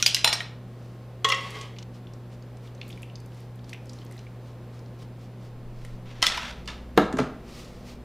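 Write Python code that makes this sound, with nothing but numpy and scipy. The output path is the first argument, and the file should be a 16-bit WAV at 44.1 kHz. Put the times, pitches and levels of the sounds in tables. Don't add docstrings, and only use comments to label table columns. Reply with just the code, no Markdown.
import sys
import numpy as np
from scipy import signal
from scipy.fft import rfft, irfft, next_fast_len
from scipy.io import wavfile
from scipy.ndimage import uniform_filter1d, map_coordinates

SR = 44100
rng = np.random.default_rng(int(sys.argv[2]) if len(sys.argv) > 2 else 0)


def gain_from_decibels(decibels):
    exponent = np.asarray(decibels, float) / 20
    return 10 ** exponent


def transcribe(u):
    v = np.clip(np.atleast_2d(u).T, -1, 1)
    q = np.round(v * 32767).astype(np.int16)
    wavfile.write(sys.argv[1], SR, q)


N = 354563
TIME = np.arange(N) / SR

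# pitch_hz, level_db (per Hz)
AIR = [(100, -32.5), (162, -11), (235, -11), (275, -16), (480, -16.5), (1150, -28.5), (4500, -42),
       (16500, -72)]
DUCT_AIR = [(18, -26.5), (30, -8.5), (55, -5), (85, -5), (125, -7), (170, -43)]
# air_db, hum_120hz_db, hum_60hz_db, hum_240hz_db, fan_46hz_db
STOVE_SIDE = (-51.5, -42, -56.5, -60.5, -78)
TABLE_SIDE = (-50.5, -51, -47.5, -53, -53.5)
# pitch_hz, level_db
MOTOR_WHINE = [(156, -62), (186, -57.5), (360, -63), (515, -66), (1066, -70.5)]
# middle_s, level_db, half_length_s
MOUNT_SWAYS = [
    (5.66, -39.5, 0.073),
    (5.99, -38.5, 0.13),
    (7.2, -52.5, 1),
]
# pitch_hz, level_db (per Hz)
MOUNT_RUMBLE = [(6, -11), (13, -0.5), (20, -9), (36, -10), (48, -40), (100, -79)]
# pitch_hz, t60_s (time to fade by 60 dB)
ROOM_FADE = [(150, 0.43), (1000, 0.55), (4000, 0.41), (7000, 0.31), (10000, 0.27), (15000, 0.053)]
# pitch_hz, level_db (per Hz)
CHANNEL_HISS = [(30, -73), (500, -51), (1000, -52.5), (3000, -54), (7000, -53.5), (12000, -56),
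                (15500, -59.5), (16500, -102)]
# middle_s, level_db,
# half_length_s
RUSTLES = [(.005, -39, .018), (.85, -65.5, 0.1), (1.96, -59.5, 0.022), (2.33, -59.5, 0.019),
           (2.66, -59, 0.025), (2.92, -60, 0.064), (3.05, -76, 0.025), (3.39, -60, 0.056),
           (3.7, -58, 0.021), (3.97, -59.5, 0.055), (4.17, -62.5, 0.064), (4.48, -62, 0.032),
           (4.76, -62, 0.032), (5.02, -56.5, 0.023), (5.23, -60.5, 0.03), (5.45, -61, 0.035),
           (5.86, -61, 0.085), (7.5, -59.5, 0.036), (7.59, -49, 0.056), (7.75, -60, 0.074),
           (7.9, -51.5, 0.033)]
# pitch_hz, level_db (per Hz)
CLOTH = [(710, -32), (1200, 1.5), (1560, -17.5), (1640, -14), (1910, -4), (5130, -5), (11700, -21.5),
         (16000, -21)]
# start_s, peak_db, pitch_hz
DROPS = [(2.07, -42, 3400), (2.1357, -43.5, 5550), (2.424, -47.5, 4750), (2.6533, -47, 2260),
         (2.674, -44, 3470), (2.7496, -45.5, 6000), (2.778, -49, 3900), (2.8147, -30.5, 2660),
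         (2.8144, -33.5, 3380), (2.83, -40, 2900), (2.892, -44.5, 10300), (2.906, -38, 3200),
         (2.92, -48, 5470), (3.027, -43, 9900), (2.901, -39, 2530), (2.927, -36, 3500),
         (2.975, -38.5, 2280), (3.031, -35, 2620), (3.0984, -42, 2930), (3.156, -34, 4800),
         (3.3203, -48, 3010), (3.5922, -48, 3490), (3.643, -42, 4730), (3.694, -39, 4300),
         (3.697, -45, 10000), (3.7299, -29, 2360), (3.7305, -38, 3700), (3.732, -31.5, 2600),
         (3.733, -39.5, 5800), (3.733, -44, 10000), (3.745, -35.5, 2480), (3.8454, -56, 2800),
         (3.869, -49, 5230), (3.895, -34, 5000), (3.933, -39, 6000), (3.9874, -44, 4180),
         (4.0178, -42, 3170), (4.1116, -44.5, 2040), (4.13, -46, 2000), (4.1634, -45, 1990),
         (4.1789, -41, 4000), (4.267, -41.5, 2260), (4.792, -45.5, 5230), (4.86, -47, 4200)]
# start_s, peak_db, centre_hz
SPATTER = [(2.135, -55, 11000), (2.5703, -42.5, 6000), (2.8135, -34, 4500), (2.88, -40, 11910),
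           (2.889, -43, 10000), (2.9044, -42, 11000), (2.9144, -48, 9000), (2.9746, -47, 8900),
           (3.0205, -40, 9330), (3.031, -41, 6100), (3.202, -42, 8500), (3.26, -43, 11000),
           (3.3453, -47, 8000), (3.4047, -45, 11440), (3.557, -46.5, 12400), (3.6932, -36, 6500),
           (3.72, -50, 8000), (3.7304, -34, 3420), (3.8571, -45, 9050), (3.893, -41, 8000),
           (3.933, -44, 7960), (4.049, -42, 11000), (4.0644, -42, 5500), (4.1114, -41, 9000),
           (4.123, -40, 9000), (4.1674, -46, 12000), (4.1912, -36, 4980), (5.849, -36, 9000),
           (5.7894, -52, 4000), (5.8184, -40, 3000)]
# start_s, peak_db, centre_hz, wood_db
TRIVET_KNOCKS = [(5.8481, -33, 1500, -22), (6.2198, -16.5, 3100, -17.5), (6.2259, -5.5, 3140, -12.5),
                 (6.238, -17, 3800, -19), (6.2445, -15, 1990, -21), (6.255, -19.5, 2800, -24),
                 (6.2615, -15.5, 2900, -22), (6.2662, -5.5, 2900, -20.5), (6.274, -18.5, 4350, -22),
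                 (6.284, -17.5, 3600, -20), (6.3, -24, 2000, -20), (6.32, -21, 2600, -26),
                 (6.373, -20.5, 2400, -20.5), (6.3752, -15, 1750, -12.5), (6.395, -27.5, 1500, -14.5),
                 (6.6573, -40, 3500, -24), (6.676, -21, 2840, -22), (6.6845, -27, 2750, -13.5),
                 (6.693, -35, 2300, -11), (6.702, -32, 3000, -14)]
# pitch_hz, level_db, t60_s
WOOD_MODES = [(991, 0.5, 0.044), (1295, 0.5, 0.14), (1777, -3.5, 0.049), (1978, 1, 0.066),
              (2786, -4.5, 0.06), (3200, -2.5, 0.035), (3670, -1.5, 0.076), (5510, -1, .03),
              (5970, -10, 0.027)]
# start_s, level_db, pitch_hz, t60_s
BLOCK_NOTES = [(6.226, -14, 4221, .025), (6.2262, -13.5, 5140, 0.027), (6.2275, -15, 1947, .035),
               (6.229, -19.5, 1034, 0.035), (6.243, -18, 2001, 0.034), (6.247, -20, 4330, .03),
               (6.2665, -12.5, 3402, .03), (6.267, -17, 5330, .025), (6.28, -22, 2067, .035),
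               (6.288, -25, 4393, .025), (6.321, -26, 3644, .03), (6.321, -26, 1800, .03),
               (6.376, -23, 2842, .025), (6.378, -23, 1007, .035), (6.686, -33, 3590, .03),
               (6.689, -35, 1677, .035), (6.702, -34, 3640, .03), (6.9762, -1.5, 450, .03),
               (6.986, -11.5, 735, 0.027), (6.995, -16.5, 1292, .045)]
# start_s, level_db, hold_s, fade_db_per_s
TRIVET_SLIDES = [
    (6.05, -46.5, 0.19, 100),
    (6.22, -33.5, 0.027, 103),
    (6.29, -31, 0.18, 170),
    (6.67, -35.5, 0.018, 165),
]
# pitch_hz, level_db (per Hz)
SLIDE_GRIT = [(240, -40), (500, -14.5), (994, -6.5), (3300, -8.5), (6000, -19), (9000, -31.5), (13000, -37),
              (16000, -48)]
# start_s, peak_db, centre_hz, table_db
BOWL_KNOCKS = [
    (6.9761, -10, 1940, 3),
    (6.9804, -20.5, 1335, 3.5),
    (7.1265, -31, 4600, -1.5),
    (7.1701, -30, 4300, -1.5),
    (7.186, -23.5, 1640, -3.5),
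    (7.1886, -18.5, 1650, 0.5),
    (7.189, -39, 4900, -29),
    (7.203, -32, 1880, -4.5),
]
# pitch_hz, level_db, t60_s
TABLE_MODES = [(150, -7, 0.2), (198, -4, 0.2), (248.6, -3.5, 0.054), (306, -4, 0.17), (360, -3.5, 0.027),
               (375, 2.5, 0.063), (458, 2.5, 0.063), (518.6, -2.6, 0.1), (629.5, -4, 0.15),
               (764, -2.5, 0.07), (872, -5, 0.079), (1042, -10.5, 0.072), (1245, -7.5, 0.094),
               (1324, -6, 0.098)]
# start_s, peak_db, centre_hz, table_db
TABLE_FLEXES = [
    (7.136, -41.5, 1200, 30.5),
    (7.197, -40.5, 1210, 31.5),
    (7.255, -53, 1200, 18),
]
# pitch_hz, level_db, t60_s
TABLE_TOP_MODES = [(143, -7.5, 0.18), (212, -4.5, 0.06), (252, 3.5, 0.13), (317, -5, 0.098),
                   (400, -5, 0.094)]
# start_s, level_db, hold_s, fade_db_per_s
LOAD_JOLTS = [
    (6.967, -25.5, .015, 254),
    (7.178, -29, 0.024, 262),
]
# pitch_hz, level_db (per Hz)
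JOLT_GRIT = [(80, -18), (160, -6.5), (400, 0), (1000, -3.5), (2500, -10.5), (5500, -15), (9000, -27),
             (16000, -49.5)]
# start_s, peak_db, centre_hz, steel_db
STICK_KNOCKS = [(1.245, -14, 3343, -0.5), (1.2478, -13.5, 1968, -2.5), (1.2858, -19, 3400, -12),
                (1.2895, -25, 5200, -16), (1.299, -18.5, 3100, -2), (1.3175, -18, 2700, -7),
                (1.3212, -15, 2375, -2), (1.345, -25.5, 3200, -3.5), (1.366, -29.5, 1990, -14),
                (1.408, -40, 4510, -22), (1.5044, -36.5, 5300, -36), (1.586, -39.5, 2760, -30),
                (1.6112, -31, 3500, -26), (1.7629, -41, 2190, -40), (1.7853, -32.5, 2940, -34),
                (1.826, -36.5, 3000, -40)]
# pitch_hz, level_db, t60_s
WOK_MODES = [(443.5, -9, 0.12), (543, -9.5, 0.2), (1030, -4.5, 0.05), (1100, -1.5, 0.28), (1280, 0, 0.081),
             (1882, -6.5, 0.14), (1980, -4.5, .26), (2098, -4.5, 0.085), (2750, -22, 0.75),
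             (2930, -6, 0.049), (3315, 1.5, .05), (3500, -9, 0.076)]
# start_s, level_db, pitch_hz, t60_s
WOK_NOTES = [(1.246, -13, 3352, 0.034), (1.251, -18.5, 1125, 0.063), (1.288, -21.5, 2830, .045),
             (1.2985, -20.5, 3187, .03), (1.301, -21, 2799, .035), (1.305, -22, 1981, .055),
             (1.32, -18, 2067, .055), (1.32, -14.5, 2713, .035), (1.321, -22, 5490, 0.034),
             (1.334, -22.5, 3140, .035), (1.34, -24, 2765, .035), (1.361, -29, 5430, .025),
             (1.364, -27, 1985, 0.074)]
# start_s, level_db, hold_s, fade_db_per_s
WOK_SCRAPES = [
    (1.25, -38.5, 0.044, 92.5),
    (1.36, -38, 0.27, 163),
]
# pitch_hz, level_db (per Hz)
WOK_GRIT = [(240, -36), (400, -1.5), (553, -4.5), (645, -20), (1070, -2), (1180, -11.5), (3260, -9),
            (16000, -39.5)]
# start_s, peak_db, centre_hz, china_db
SHELL_KNOCKS = [
    (0.2441, -6.5, 1820, -7),
    (0.2455, -6, 3550, -31.5),
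    (0.2742, -11.5, 3400, -8.5),
    (0.2762, -13, 3460, -15.5),
    (0.3278, -10, 3640, -13),
    (0.3342, -18, 5520, -15.5),
    (0.4042, -21, 1900, -15),
]
# pitch_hz, level_db, t60_s
CHINA_MODES = [(862, -8.5, 0.15), (1906, -11.5, 0.16), (1805, -8, 0.045), (2877, -5.5, 0.1),
               (3500, -0.5, 0.05), (4075, -4, 0.26), (5450, -8, .2), (7115, -10, 0.2), (8900, -8.5, 0.11),
               (10870, -17, 0.13), (12000, -26, .15), (13080, -17, .1), (14100, -26, .1), (15410, -27, .13)]
# start_s, peak_db, centre_hz, heap_db
HEAP_KNOCKS = [
    (0.0, -26.5, 2870, -9.5),
    (0.0255, -6, 3790, -15.5),
    (0.0606, -14.5, 3000, -20),
    (0.0623, -4, 2950, -5),
    (0.0652, -8, 4950, -14.5),
    (0.0774, -14.5, 3410, -7.5),
    (0.1455, -4.5, 3920, -14.5),
    (0.1505, -16, 4940, -19),
    (0.1654, -17.5, 1900, -21),
    (0.168, -20, 2257, -21),
]
# pitch_hz, level_db, t60_s
HEAP_MODES = [(2550, -4, .04), (2740, -4.5, 0.045), (3080, -6.5, 0.12), (3295, -5.5, 0.091),
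              (3450, -4, 0.053), (4780, -7, 0.03), (4950, -1, 0.036), (5660, -8, .04)]
# start_s, level_db, pitch_hz, t60_s
SHELL_NOTES = [(.0256, -15, 5680, .03), (.0256, -18, 2480, .035), (.027, -25, 1417, .04),
               (.0625, -8, 4780, .035), (.064, -35, 12000, .1), (.064, -37.5, 13500, .1),
               (.064, -38, 15000, .08), (.1457, -12.5, 5150, .025), (.2445, -22, 5510, .04),
               (.2445, -15.5, 7065, .04), (.2445, -20.5, 9040, .04), (.2445, -24, 13260, .04),
               (.251, -19, 4030, .05), (.259, -22.5, 933, .08), (.275, -15.5, 4000, .04),
               (.2755, -19.5, 1890, .04), (.276, -19, 2900, .035), (.277, -17, 5430, .04),
               (.328, -15, 4870, .03), (.328, -19, 2247, .03), (.334, -27, 9130, .04),
               (.335, -18.5, 5510, .045), (.404, -26.5, 3833, .03), (.405, -26, 3120, .03),
               (.406, -23.5, 1852, .045)]

SCENE_CHANGE_S = 1.834
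WAVER, LOOSE, STEADY = 0.85, 1.7, 0.45


def unit(x):
    return x / np.sqrt(np.mean(x ** 2) + 1e-20)


def along(points, hz):
    f, v = np.transpose(points)
    return np.interp(np.log(hz + 1), np.log(f + 1), v)


def wobble(rate):
    knots = rng.standard_normal(4096)
    return map_coordinates(knots, [TIME * rate], mode="wrap")


def coloured(x, points):
    m = next_fast_len(N + 8192)
    gain = gain_from_decibels(along(points, np.fft.rfftfreq(m, 1 / SR)))
    return unit(irfft(rfft(x, m) * gain, m)[:N])


def swells(rows):
    return sum(gain_from_decibels(db) * np.exp(-0.5 * ((TIME - s) / half) ** 2) for s, db, half in rows)


def add(track, s, sound):
    part = track[round(s * SR):][:len(sound)]
    part += sound[:len(part)]


def burst(t, lo_hz, hi_hz, t60):
    band = signal.butter(3, [lo_hz, hi_hz], "bandpass", fs=SR, output="sos")
    return 0.5 * unit(signal.sosfilt(band, rng.standard_normal(len(t)))) * gain_from_decibels(-60 * t / t60)


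def ring(modes, t, scatter_db, waver=WAVER):
    hz, db, t60 = np.transpose(modes)[:, :, None]
    sign = (-1) ** np.arange(len(modes))[:, None]
    steps = np.cumsum(rng.standard_normal((len(modes), len(t) // 64 + 1)), axis=1)
    drift = uniform_filter1d(np.repeat(steps - steps[:, :1], 64, axis=1), 64)[:, :len(t)]
    drift = drift * np.sqrt(64 / SR / 0.01)
    strength = gain_from_decibels(db + rng.normal(0, scatter_db, db.shape) - 60 * t / t60)
    return np.sum(sign * strength * np.sin(2 * np.pi * hz * t + waver * drift), axis=0)


def notes(rows, soft, waver):
    out, t = np.zeros(N), np.arange(SR // 6) / SR
    for s, db, hz, t60 in rows:
        rise = 1 - np.exp(-t / soft)
        add(out, s, rise * ring([(hz, db, t60)], t, scatter_db=0, waver=waver))
    return out


def knocks(events, body, reach, soft, tone_db, thud_db, crack_db, life, hard, push_db, snap_db,
           waver=WAVER, firm=0.49, under=0.52):
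    out, t, long = np.zeros(N), np.arange(SR // 10) / SR, np.arange(SR // 3) / SR
    for s, db, hz, body_db in events:
        pitches = hz * np.exp(np.linspace(-under, reach, num=14) + rng.normal(0, 0.043, size=14))
        modes = [(hz, tone_db, life * 0.6)]
        modes += [(p, -8 - 7 * abs(np.log(p / hz)), life * 0.5) for p in pitches]
        piece = ring(modes, t, scatter_db=4.5)
        rattle = 0.61 * burst(t, hz * np.exp(-under), min(hz * np.exp(reach), 15000), life)
        brightness_db = 2.5 * np.log2(hz / 3000)
        crack = gain_from_decibels(crack_db + hard * db + brightness_db) * burst(t, 5500, 15500, life * 0.56)
        thud = gain_from_decibels(thud_db + firm * body_db) * burst(t, 530, 1860, life * 1.88)
        air_push = gain_from_decibels(push_db + firm * body_db) * (1 - t / 0.00057) * np.exp(-t / 0.00057)
        rise = 1 - np.exp(-long / soft)
        add(out, s, gain_from_decibels(db + 1.0) * rise[:len(t)] * (0.35 * piece + rattle + crack + thud + air_push))
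        add(out, s, gain_from_decibels(1.3 * db + snap_db) * burst(t, 1500, 11000, 0.0045))
        add(out, s, gain_from_decibels(db + body_db - 8.5) * rise * ring(body, long, scatter_db=1.5, waver=waver))
    return out


def friction(strokes, spectrum, body, ring_db, grain_db, waver=WAVER):
    level = np.zeros(N)
    for s, db, hold, fade in strokes:
        rise_db = np.minimum(2000 * (TIME - s - 0.01), 0)
        level += gain_from_decibels(db + np.minimum(rise_db, fade * (s + hold - TIME)))
    grit = rng.standard_normal(N) * gain_from_decibels(grain_db * wobble(300) + 1.54 * wobble(40))
    sung = signal.fftconvolve(grit, ring(body, TIME[:SR // 2], scatter_db=1.5, waver=waver))[:N]
    rubbing = coloured(grit, spectrum) + gain_from_decibels(ring_db) * unit(sung)
    return gain_from_decibels(-7.0) * level * (level > 1e-4) * rubbing


def room(x):
    out, step = np.zeros(N), SR // 6
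    for start in range(0, N, step):
        noise, part = rng.standard_normal(SR * 2 // 5), x[start:start + step]
        if part.any():
            hz, t, z = signal.stft(noise, SR, nperseg=256)
            fading = z * gain_from_decibels(-60 * t / along(ROOM_FADE, hz)[:, None])
            tail = signal.istft(fading, SR, nperseg=256)[1]
            add(out, start / SR + 0.004, signal.fftconvolve(part, tail / np.linalg.norm(tail)))
    return out


def tone(hz):
    return np.sqrt(2) * np.sin(2 * np.pi * hz * TIME + 0.14 * wobble(4.3))


def kitchen():
    moved = np.clip((TIME - 6.22) / 0.013 + 0.5, 0, 1)
    levels = [a + (b - a) * moved for a, b in zip(STOVE_SIDE, TABLE_SIDE)]
    air_db, second_db, first_db, fourth_db, fan_db = levels
    first_db = first_db + moved * 5 * np.cos(2 * np.pi * (TIME - 6.78) / 1.57)
    hum = gain_from_decibels(second_db + 0.26 * wobble(5.4)) * tone(120)
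    hum = hum + gain_from_decibels(first_db + 0.51 * wobble(3.8)) * tone(60)
    hum = hum + gain_from_decibels(fourth_db + 1.4 * wobble(11)) * tone(240)
    hum = hum + gain_from_decibels(fan_db + 1.5 * wobble(5.3)) * tone(46.5)
    hum = hum + sum(gain_from_decibels(db + 2.6 * wobble(8)) * tone(hz) for hz, db in MOTOR_WHINE)
    air = coloured(rng.standard_normal(N), AIR)
    air = air + gain_from_decibels(-7.5) * coloured(rng.standard_normal(N), DUCT_AIR)
    air = gain_from_decibels(air_db + 2.5 + 0.29 * wobble(2.3)) * air
    recovery = gain_from_decibels(-1 * np.exp(-TIME / 0.2))
    return recovery * (hum + air) + swells(MOUNT_SWAYS) * coloured(rng.standard_normal(N), MOUNT_RUMBLE)


def rustle():
    return swells(RUSTLES) * coloured(rng.standard_normal(N) * gain_from_decibels(1.06 * wobble(150)), CLOTH)


def broth():
    out, t = np.zeros(N), np.arange(SR // 12) / SR
    for s, db, hz in DROPS:
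        life = hz * t / 11
        bubble = np.sin(2 * np.pi * hz * t * (0.95 + 0.054 * life)) * np.exp(-1.95 * life)
        soft_start = 1 - np.exp(-hz * t / 1.3)
        splash = gain_from_decibels(-6) * burst(t, hz * 0.7, min(hz * 1.4, 16000), 0.03)
        add(out, s, gain_from_decibels(db + 2.3) * (bubble * soft_start + splash))
    for s, db, hz in SPATTER:
        add(out, s, gain_from_decibels(db - 3.5) * burst(t, hz * 0.41, min(hz * 1.3, 16000), 0.022))
    return out


def trivet_slide():
    return friction(TRIVET_SLIDES, SLIDE_GRIT, WOOD_MODES, ring_db=-12.5, grain_db=2.0)


def trivet_rattle():
    return knocks(TRIVET_KNOCKS, WOOD_MODES, reach=0.778, soft=0.00078, tone_db=-3.5, thud_db=-9.5,
                  crack_db=-15.0, life=0.03, hard=0.8, push_db=-2, snap_db=-3.5, waver=LOOSE)


def bowl_landing():
    landing = knocks(BOWL_KNOCKS, TABLE_MODES, reach=0.62, soft=0.00014, tone_db=-6.0, thud_db=0.5,
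                     crack_db=4.5, life=0.029, hard=1.6, push_db=8, snap_db=-2.5)
    flexing = knocks(TABLE_FLEXES, TABLE_TOP_MODES, reach=0.98, soft=0.0043, tone_db=-9, thud_db=-18.5,
                     crack_db=-30, life=0.041, hard=0.1, push_db=-30, snap_db=-30)
    return landing + flexing + friction(LOAD_JOLTS, JOLT_GRIT, TABLE_MODES, ring_db=-9.5, grain_db=2.8)


def wok_scrape():
    return friction(WOK_SCRAPES, WOK_GRIT, WOK_MODES, ring_db=-2.5, grain_db=1.0, waver=STEADY)


def wok_knocks():
    taps = knocks(STICK_KNOCKS, WOK_MODES, reach=0.77, soft=0.00045, tone_db=-1.5, thud_db=-15.0,
                  crack_db=-22.5, life=0.047, hard=0.041, under=0.3, push_db=-21, firm=0.044,
                  snap_db=-9, waver=STEADY)
    return taps + notes(WOK_NOTES, soft=0.0012, waver=STEADY)


def falling_shells():
    on_china = knocks(SHELL_KNOCKS, CHINA_MODES, reach=0.51, soft=0.00022, tone_db=2.0, thud_db=-4.5,
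                      crack_db=-14.0, life=0.031, hard=0.59, under=0.36, push_db=-4.5, snap_db=-6.5)
    on_heap = knocks(HEAP_KNOCKS, HEAP_MODES, reach=0.45, soft=0.0002, tone_db=-5.5, thud_db=-20.5,
                     crack_db=-17.0, life=0.026, hard=0.4, under=0.35, push_db=-21.5, snap_db=0.5,
                     waver=LOOSE)
    return on_china + on_heap


def scene():
    drops, slide, trivet, bowl = broth(), trivet_slide(), trivet_rattle(), bowl_landing()
    blocks = notes(BLOCK_NOTES, soft=0.0004, waver=LOOSE)
    scrape, wok, shells = wok_scrape(), wok_knocks(), falling_shells()
    chimes = notes(SHELL_NOTES, soft=0.0004, waver=WAVER)
    to_room = gain_from_decibels(-15) * chimes + gain_from_decibels(-7.5) * shells + gain_from_decibels(-9.5) * wok + gain_from_decibels(-9) * scrape
    before = shells + chimes + wok + scrape + room(to_room)
    to_room = gain_from_decibels(-13) * blocks + gain_from_decibels(-7.5) * trivet + gain_from_decibels(-8.5) * bowl
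    to_room = to_room + gain_from_decibels(-11.0) * drops + gain_from_decibels(-12.0) * slide
    after = trivet + blocks + bowl + slide + drops + room(to_room)
    mono = (TIME < SCENE_CHANGE_S) * before + after + rustle() + kitchen()
    return np.array([mono, mono])


def band_limit(x):
    return signal.sosfilt(signal.butter(12, 16630, fs=SR, output="sos"), x)


def record(dry):
    flutter_colour = [(30, 4), (300, 2), (1000, 2.0), (3000, 8.5), (9000, 16.5), (16000, 18)]  # (Hz, dB)
    flutter = gain_from_decibels(-29) * coloured(dry[0] * wobble(200), flutter_colour) * np.std(dry[0])
    side = flutter + gain_from_decibels(-73.5) * coloured(rng.standard_normal(N), CHANNEL_HISS)
    x = dry + [side, -side]
    flattened = x / (1 + np.abs(x) ** 8) ** (1 / 8)
    band = signal.butter(N=10, Wn=15450, fs=SR, output="sos")
    return band_limit(signal.sosfiltfilt(band, flattened))


dry = scene()
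out = record(dry)
transcribe(out)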